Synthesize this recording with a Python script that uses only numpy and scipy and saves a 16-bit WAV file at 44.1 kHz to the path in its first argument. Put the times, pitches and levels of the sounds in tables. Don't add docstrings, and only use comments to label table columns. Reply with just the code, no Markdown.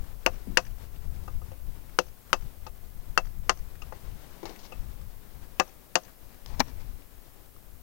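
import sys
import numpy as np
from scipy import signal
from scipy.fft import rfft, irfft, next_fast_len
from scipy.io import wavfile
from scipy.ndimage import uniform_filter1d, minimum_filter1d, map_coordinates

SR = 44100
rng = np.random.default_rng(int(sys.argv[2]) if len(sys.argv) > 2 else 0)


def put_to_file(sound):
    columns = np.atleast_2d(sound).T
    safe = np.clip(columns, -1, 1)
    whole_steps = np.round(safe * 32767)
    wavfile.write(sys.argv[1], SR, whole_steps.astype(np.int16))


N = 345072
CLOCK = np.arange(N) / SR
AGE = np.arange(SR // 4) / SR

# time in seconds, level in dB before BUFFET_DB.
WIND_LEVEL = [(0.0, -39.5), (0.15, -46), (1.48, -40.5), (2.26, -56), (2.46, -38.5), (2.5, -51),
              (3.33, -43.5), (3.59, -46), (4.14, -41.5), (4.22, -52.5), (4.66, -54.5), (4.81, -38.5),
              (5.27, -55.5), (5.38, -46), (5.71, -61), (6.32, -58), (6.51, -41), (6.93, -43.5), (7.01, -56),
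              (7.82, -56.5)]
# time in seconds, level in dB before each layer's own offset.
RUSTLE_LEVEL = [(0.0, -60.5), (3.05, -64), (3.55, -63.5), (4.51, -57), (4.73, -61), (6.27, -63),
                (6.64, -58.5), (7.01, -63.5), (7.82, -65)]
BUFFET_DB, BRUSH_DB = 10, 9.5
# frequency in Hz, relative level in dB per Hz.
BUFFET_COLOUR = [(8, -2.5), (22, 0), (45, -7), (90, -14), (160, -23.5), (280, -38), (600, -65.5),
                 (2000, -82)]
# frequency in Hz, relative level in dB per Hz.
LEAVES_COLOUR = [(60, 2), (250, 1.5), (450, -1.5), (800, -5), (1200, -8.5), (2500, -14), (5500, -18),
                 (9000, -24), (16000, -31)]
# frequency in Hz, relative level in dB per Hz.
HISS_COLOUR = [(20, -9), (400, -5.5), (1200, -10.5), (3000, -12.5), (6000, -12), (10000, -8), (14800, -5),
               (16000, -2.5)]
TOP_HZ = 15900

# start in seconds, contact pitch in Hz, contact level in dB,
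# body centre in Hz, body level in dB, pipe wall level in dB, crack level in dB.
KNOCKS = [(0.2624, 1520, -26, 625, -21, -21.5, -30.5), (0.572, 1640, -17, 820, -22.5, -18.5, -22.5),
          (1.2783, 1340, -62, 690, -42, -61, -63), (1.4159, 1140, -73, 686, -51.5, -69, -70),
          (1.517, 890, -57, 590, -48, -65, -68), (1.9882, 1330, -19, 606, -22.5, -28.5, -30),
          (2.33, 1350, -17, 734, -24.5, -27, -29), (2.6656, 1020, -48.5, 805, -41, -54.5, -51.5),
          (3.176, 1400, -15, 910, -24.5, -24, -28.5), (3.4946, 1270, -23.5, 950, -22, -30, -26),
          (3.819, 1160, -57, 750, -47, -47, -54), (3.9237, 860, -43.5, 830, -42.5, -62, -63),
          (4.7212, 840, -65, 626, -43.5, -47, -60), (5.598, 910, -23.5, 837, -20, -25.5, -28.5),
          (5.9547, 1460, -30, 820, -21.5, -25.5, -24.5)]
# nominal pitch in Hz, relative level in dB,
# time to fall by 60 dB in seconds.
THUMP_MODES = [(179.6, -9.5, 0.1), (291, -7, 0.079), (366, 0, 0.077)]
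THUMP_DB, THUMP_DB_PER_OCTAVE = -10, -6.5
MIDDLE_HZ = 738
# nominal pitch in Hz,
# relative level in dB, time to fall by 60 dB in seconds.
BODY_MODES = [(519, 1.5, 0.075), (627.4, -12, 0.1), (716.3, -5, 0.082), (782, -5.5, 0.05), (881, -3, 0.046),
              (1057, -8.5, 0.07), (1214, 0, 0.0555), (1477, -11.5, .05), (1600, -23, 0.042),
              (1896, -11, 0.036)]
# frequency in Hz, relative level in dB per Hz.
HOLLOW_COLOUR = [(150, -21.5), (400, -6), (600, 5.5), (1300, 2.5), (2050, -5), (2400, -21), (4000, -52.5)]
# nominal pitch in Hz, relative level in dB,
# time to fall by 60 dB in seconds.
WALL_MODES = [(2553, 4, 0.039), (2633, 1, 0.067), (2750, 2.5, 0.045), (2935, -8, 0.04), (3076, -10, 0.023)]
# frequency in Hz, relative level in dB per Hz.
SHELL_COLOUR = [(1700, -13), (2350, -5.5), (2700, 13), (3100, 0.5), (3700, -21.5)]
# frequency in Hz, relative level in dB per Hz.
CRACK_COLOUR = [(1500, -38), (3100, -1.5), (3900, -4.5), (4700, 1), (5300, 0), (5800, -0.5), (6500, 1.5),
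                (7300, -9.5), (10000, -21.5), (16000, -45)]
# frequency in Hz, relative level in dB per Hz.
SNAP_COLOUR = [(600, -19.5), (1900, 15), (4000, -9), (7000, -6.5), (10000, -8.5), (16000, -32)]
# nominal pitch in Hz, relative level in dB,
# time to fall by 60 dB in seconds.
RIM_MODES = [(4620, 2.5, 0.036), (5250, -17.5, .04), (5720, -1.5, 0.048), (5960, -7, 0.056),
             (6100, -6.5, 0.051)]
# frequency in Hz, relative level in dB.
ECHO_COLOUR = [(500, -4.5), (1500, -13.5), (3200, -3.5), (4600, -7.5), (5900, 5), (6600, -3), (8000, -7),
               (16000, -11)]

# start in seconds,
# thud pitch in Hz, thud level in dB, clatter level in dB, grit level in dB,
# base decay time in seconds that each part stretches or shortens.
LANDINGS = [(0.472, 181.8, -33, -62.5, -78, 0.14), (4.43, 337, -35.5, -46.5, -57, 0.085),
            (4.4545, 340, -50, -39.5, -44, 0.11), (4.493, 332, -42, -50.5, -50.5, 0.089),
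            (6.461, 300, -77, -54, -49, 0.009), (6.596, 253, -31, -40, -35, 0.033),
            (6.603, 236, -26.5, -20, -25.5, 0.032)]
# multiple of its pitch, relative level in dB per Hz.
THUD_COLOUR = [(.3, -11), (.6, -4.5), (.8, -8), (1.25, 0), (1.9, -3.5), (3.998, -48)]
# frequency in Hz, relative level in dB per Hz.
CLATTER_COLOUR = [(300, -24), (600, -5), (820, 3), (1150, -2), (1450, -12), (1800, -9), (2250, -6.5),
                  (3100, -23.5), (6000, -50)]
# frequency in Hz, relative level in dB per Hz.
GRIT_COLOUR = [(1200, -19), (2700, -9), (3900, -3.5), (5600, -3), (6800, -9.5), (8000, -23.5), (16000, -23)]
# start in seconds, time until release in seconds, grit level in dB,
# scrape level in dB.
SCUFFS = [(4.465, .095, -60, -53), (4.581, .03, -53.5, -60), (4.625, 0.041, -50.5, -58),
          (6.458, 0.045, -54, -55), (6.521, 0.028, -57, -44), (6.564, 0.03, -59, -52),
          (6.79, .03, -60.5, -54)]
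SCUFF_ATTACK_S, SCUFF_RELEASE_S = 0.015, .01


def amp(db):
    return 10 ** (np.asarray(db) / 20)


def unit(x):
    return x / np.sqrt(np.mean(x ** 2) + 1e-20)


def blow(x):
    return x / np.sqrt(np.sum(x ** 2) / (.03 * SR) + 1e-20)


def curve(rows):
    return np.interp(CLOCK, *np.transpose(rows))


def wobble(rate):
    points = rng.standard_normal(int(N * rate / SR) + 4)
    return map_coordinates(points, [CLOCK * rate])


def noise(spectrum, size):
    m = next_fast_len(size + 8192)
    hz, db = np.transpose(spectrum)
    log_hz = np.log(np.fft.rfftfreq(m, 1 / SR) + 1)
    gain = amp(np.interp(log_hz, np.log(hz), db))
    coloured = irfft(rfft(rng.standard_normal(m)) * gain, m)
    return unit(coloured[:size])


def fade(t60):
    return np.exp(-np.log(1000) * AGE / t60)


def rise(attack):
    return 1 - np.exp(-AGE / attack)


def add(track, s, x):
    part = track[round(s * SR):][:len(x)]
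    part += x[:len(part)]


def wind():
    gusts = unit(noise(BUFFET_COLOUR, N) * amp(2.5 * wobble(18)))
    buffet = amp(curve(WIND_LEVEL) + BUFFET_DB) * gusts
    brush_gain = amp(curve(RUSTLE_LEVEL) + BRUSH_DB + 1.5 * wobble(25))
    return buffet + brush_gain * noise(LEAVES_COLOUR, N)


def rustles(count=130):
    out, level = np.zeros(N), curve(RUSTLE_LEVEL)
    for when, pitch, size in rng.random((count, 3)):
        hz = 550 * 5 ** pitch
        colour = [(hz / 2, -25), (hz, 0), (hz * 2, -20)]
        tick = blow(noise(colour, len(AGE)) * rise(0.0011) * fade(.03))
        tick_db = level[int(when * N)] - 7.5 + 15 * size ** 2 - 4 * pitch
        add(out, when * N / SR, amp(tick_db) * tick)
    return out


def ring(modes, scatter_db):
    hz, db, t60 = np.transpose(modes)[:, :, None]
    size, phase, detune = rng.standard_normal((3, len(modes), 1))
    knots = np.arange(0, 1, 1 / 150)
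    drifts = rng.standard_normal((len(modes), len(knots)))
    waver = np.array([np.interp(AGE, knots, row) for row in drifts])
    waver_cycles = .2 * np.minimum(hz / 2700, 1) * waver
    cycles = hz * (1 + .01 * detune) * AGE + phase + waver_cycles
    tones = amp(db + scatter_db * size) * fade(t60) * np.sin(2 * np.pi * cycles)
    return blow(np.sum(tones, 0))


def lean(rows, centre_hz):
    slope_db = 10.3 * np.log2(centre_hz / MIDDLE_HZ)
    tilted = []
    for hz, db, *rest in rows:
        octaves = np.log2(max(hz, 450) / MIDDLE_HZ)
        tilted.append((hz, db + slope_db * octaves, *rest))
    return tilted


def knocks():
    out = np.zeros(N)
    for s, hz, contact_db, centre_hz, body_db, wall_db, crack_db in KNOCKS:
        hard = np.clip((contact_db + 51.5) / 25, 0, 1)
        swell = rise(0.00034 + .002 * (1 - hard))
        contact = blow(np.sin(2 * np.pi * hz * AGE) * rise(0.0012) * fade(0.0035))

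        thump_db = body_db + THUMP_DB + THUMP_DB_PER_OCTAVE * np.log2(centre_hz / MIDDLE_HZ)
        thump = blow(ring(THUMP_MODES, scatter_db=1.0) * rise(.001))

        hollow = blow(noise(lean(HOLLOW_COLOUR, centre_hz), len(AGE)) * fade(0.06))
        body = ring(lean(BODY_MODES, centre_hz), scatter_db=3.5) + (0.28 + 0.55 * hard) * hollow
        body = blow(body * rise(0.0023))

        shell = blow(noise(SHELL_COLOUR, len(AGE)) * fade(0.019))
        wall = blow((ring(WALL_MODES, scatter_db=3.5) + 1.4 * hard * shell) * swell)

        burst_fade = fade(0.022) + 0.16 * fade(0.089)
        burst = blow(noise(CRACK_COLOUR, len(AGE)) * swell * burst_fade)
        snap = blow(noise(SNAP_COLOUR, len(AGE)) * swell * fade(0.0081))
        rim = amp(-10) * ring(RIM_MODES, scatter_db=2.0)
        crack = burst + rim + hard * snap

        low = amp(contact_db) * contact + amp(thump_db) * thump + amp(body_db) * body
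        high = amp(wall_db) * wall + amp(crack_db) * crack
        add(out, s, low + high)
    return out


def echoes(x):
    answer = amp(-38) * noise(ECHO_COLOUR, len(AGE)) * fade(0.4) / np.sqrt(SR * 0.028)
    for delay, db in [(.079, -40), (.092, -47), (.0955, -41.5)]:  # seconds, dB
        smear = noise(ECHO_COLOUR, len(AGE)) * fade(.006)
        add(answer, delay, amp(db) * smear / np.linalg.norm(smear))
    return signal.fftconvolve(x, answer)[:N]


def landings():
    out = np.zeros(N)
    for s, hz, thud_db, clatter_db, grit_db, t60 in LANDINGS:
        bump = blow(np.sin(2 * np.pi * hz * AGE) * fade(2.0 * t60))
        colour = [(hz * ratio, db) for ratio, db in THUD_COLOUR]
        soft = blow(noise(colour, len(AGE)) * rise(0.0012) * fade(1.74 * t60))
        thud = blow(bump + 0.97 * soft)
        clatter = blow(noise(CLATTER_COLOUR, len(AGE)) * rise(0.00021) * fade(1.26 * t60))
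        grains = amp(2.5 * wobble(910)[:len(AGE)])
        grit = blow(noise(GRIT_COLOUR, len(AGE)) * grains * rise(0.00015) * fade(0.74 * t60))
        add(out, s, amp(thud_db) * thud + amp(clatter_db) * clatter + amp(grit_db) * grit)
    return out


def stroke(start, length):
    attack = np.clip((CLOCK - start) / SCUFF_ATTACK_S, 0, 1)
    release = np.exp(-np.maximum(CLOCK - start - length, 0) / SCUFF_RELEASE_S)
    return attack * release


def scuffs():
    grit = unit(noise(GRIT_COLOUR, N) * amp(3.0 * wobble(450)))
    scrape = unit(noise(CLATTER_COLOUR, N) * amp(4.0 * wobble(90)))
    out = np.zeros(N)
    for start, length, grit_db, scrape_db in SCUFFS:
        out += stroke(start, length) * (amp(grit_db) * grit + amp(scrape_db) * scrape)
    return out


def scene():
    hits = knocks() + landings()
    left_right = amp([[0], [-50]])
    return left_right * (wind() + rustles() + hits + echoes(hits) + scuffs())


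def limit(x, ceiling, size):
    need = ceiling / np.maximum(np.abs(x).max(0), ceiling)
    return x * uniform_filter1d(minimum_filter1d(need, size), size)


def record(dry):
    own = np.array([noise(HISS_COLOUR, N), noise(HISS_COLOUR, N)])
    shared = noise([(3000, -22), (6000, -13.5), (10000, -8.5), (14800, -2.0), (16000, -5.5)], N)
    x = dry + amp(-61.5) * own + amp(-60.5) * shared
    x = limit(x, ceiling=.93, size=31)
    m = next_fast_len(N + 8192)
    keep = np.fft.rfftfreq(m, 1 / SR) < TOP_HZ
    return irfft(rfft(x, m) * keep, m)[:, :N]


dry = scene()
out = record(dry)
put_to_file(out)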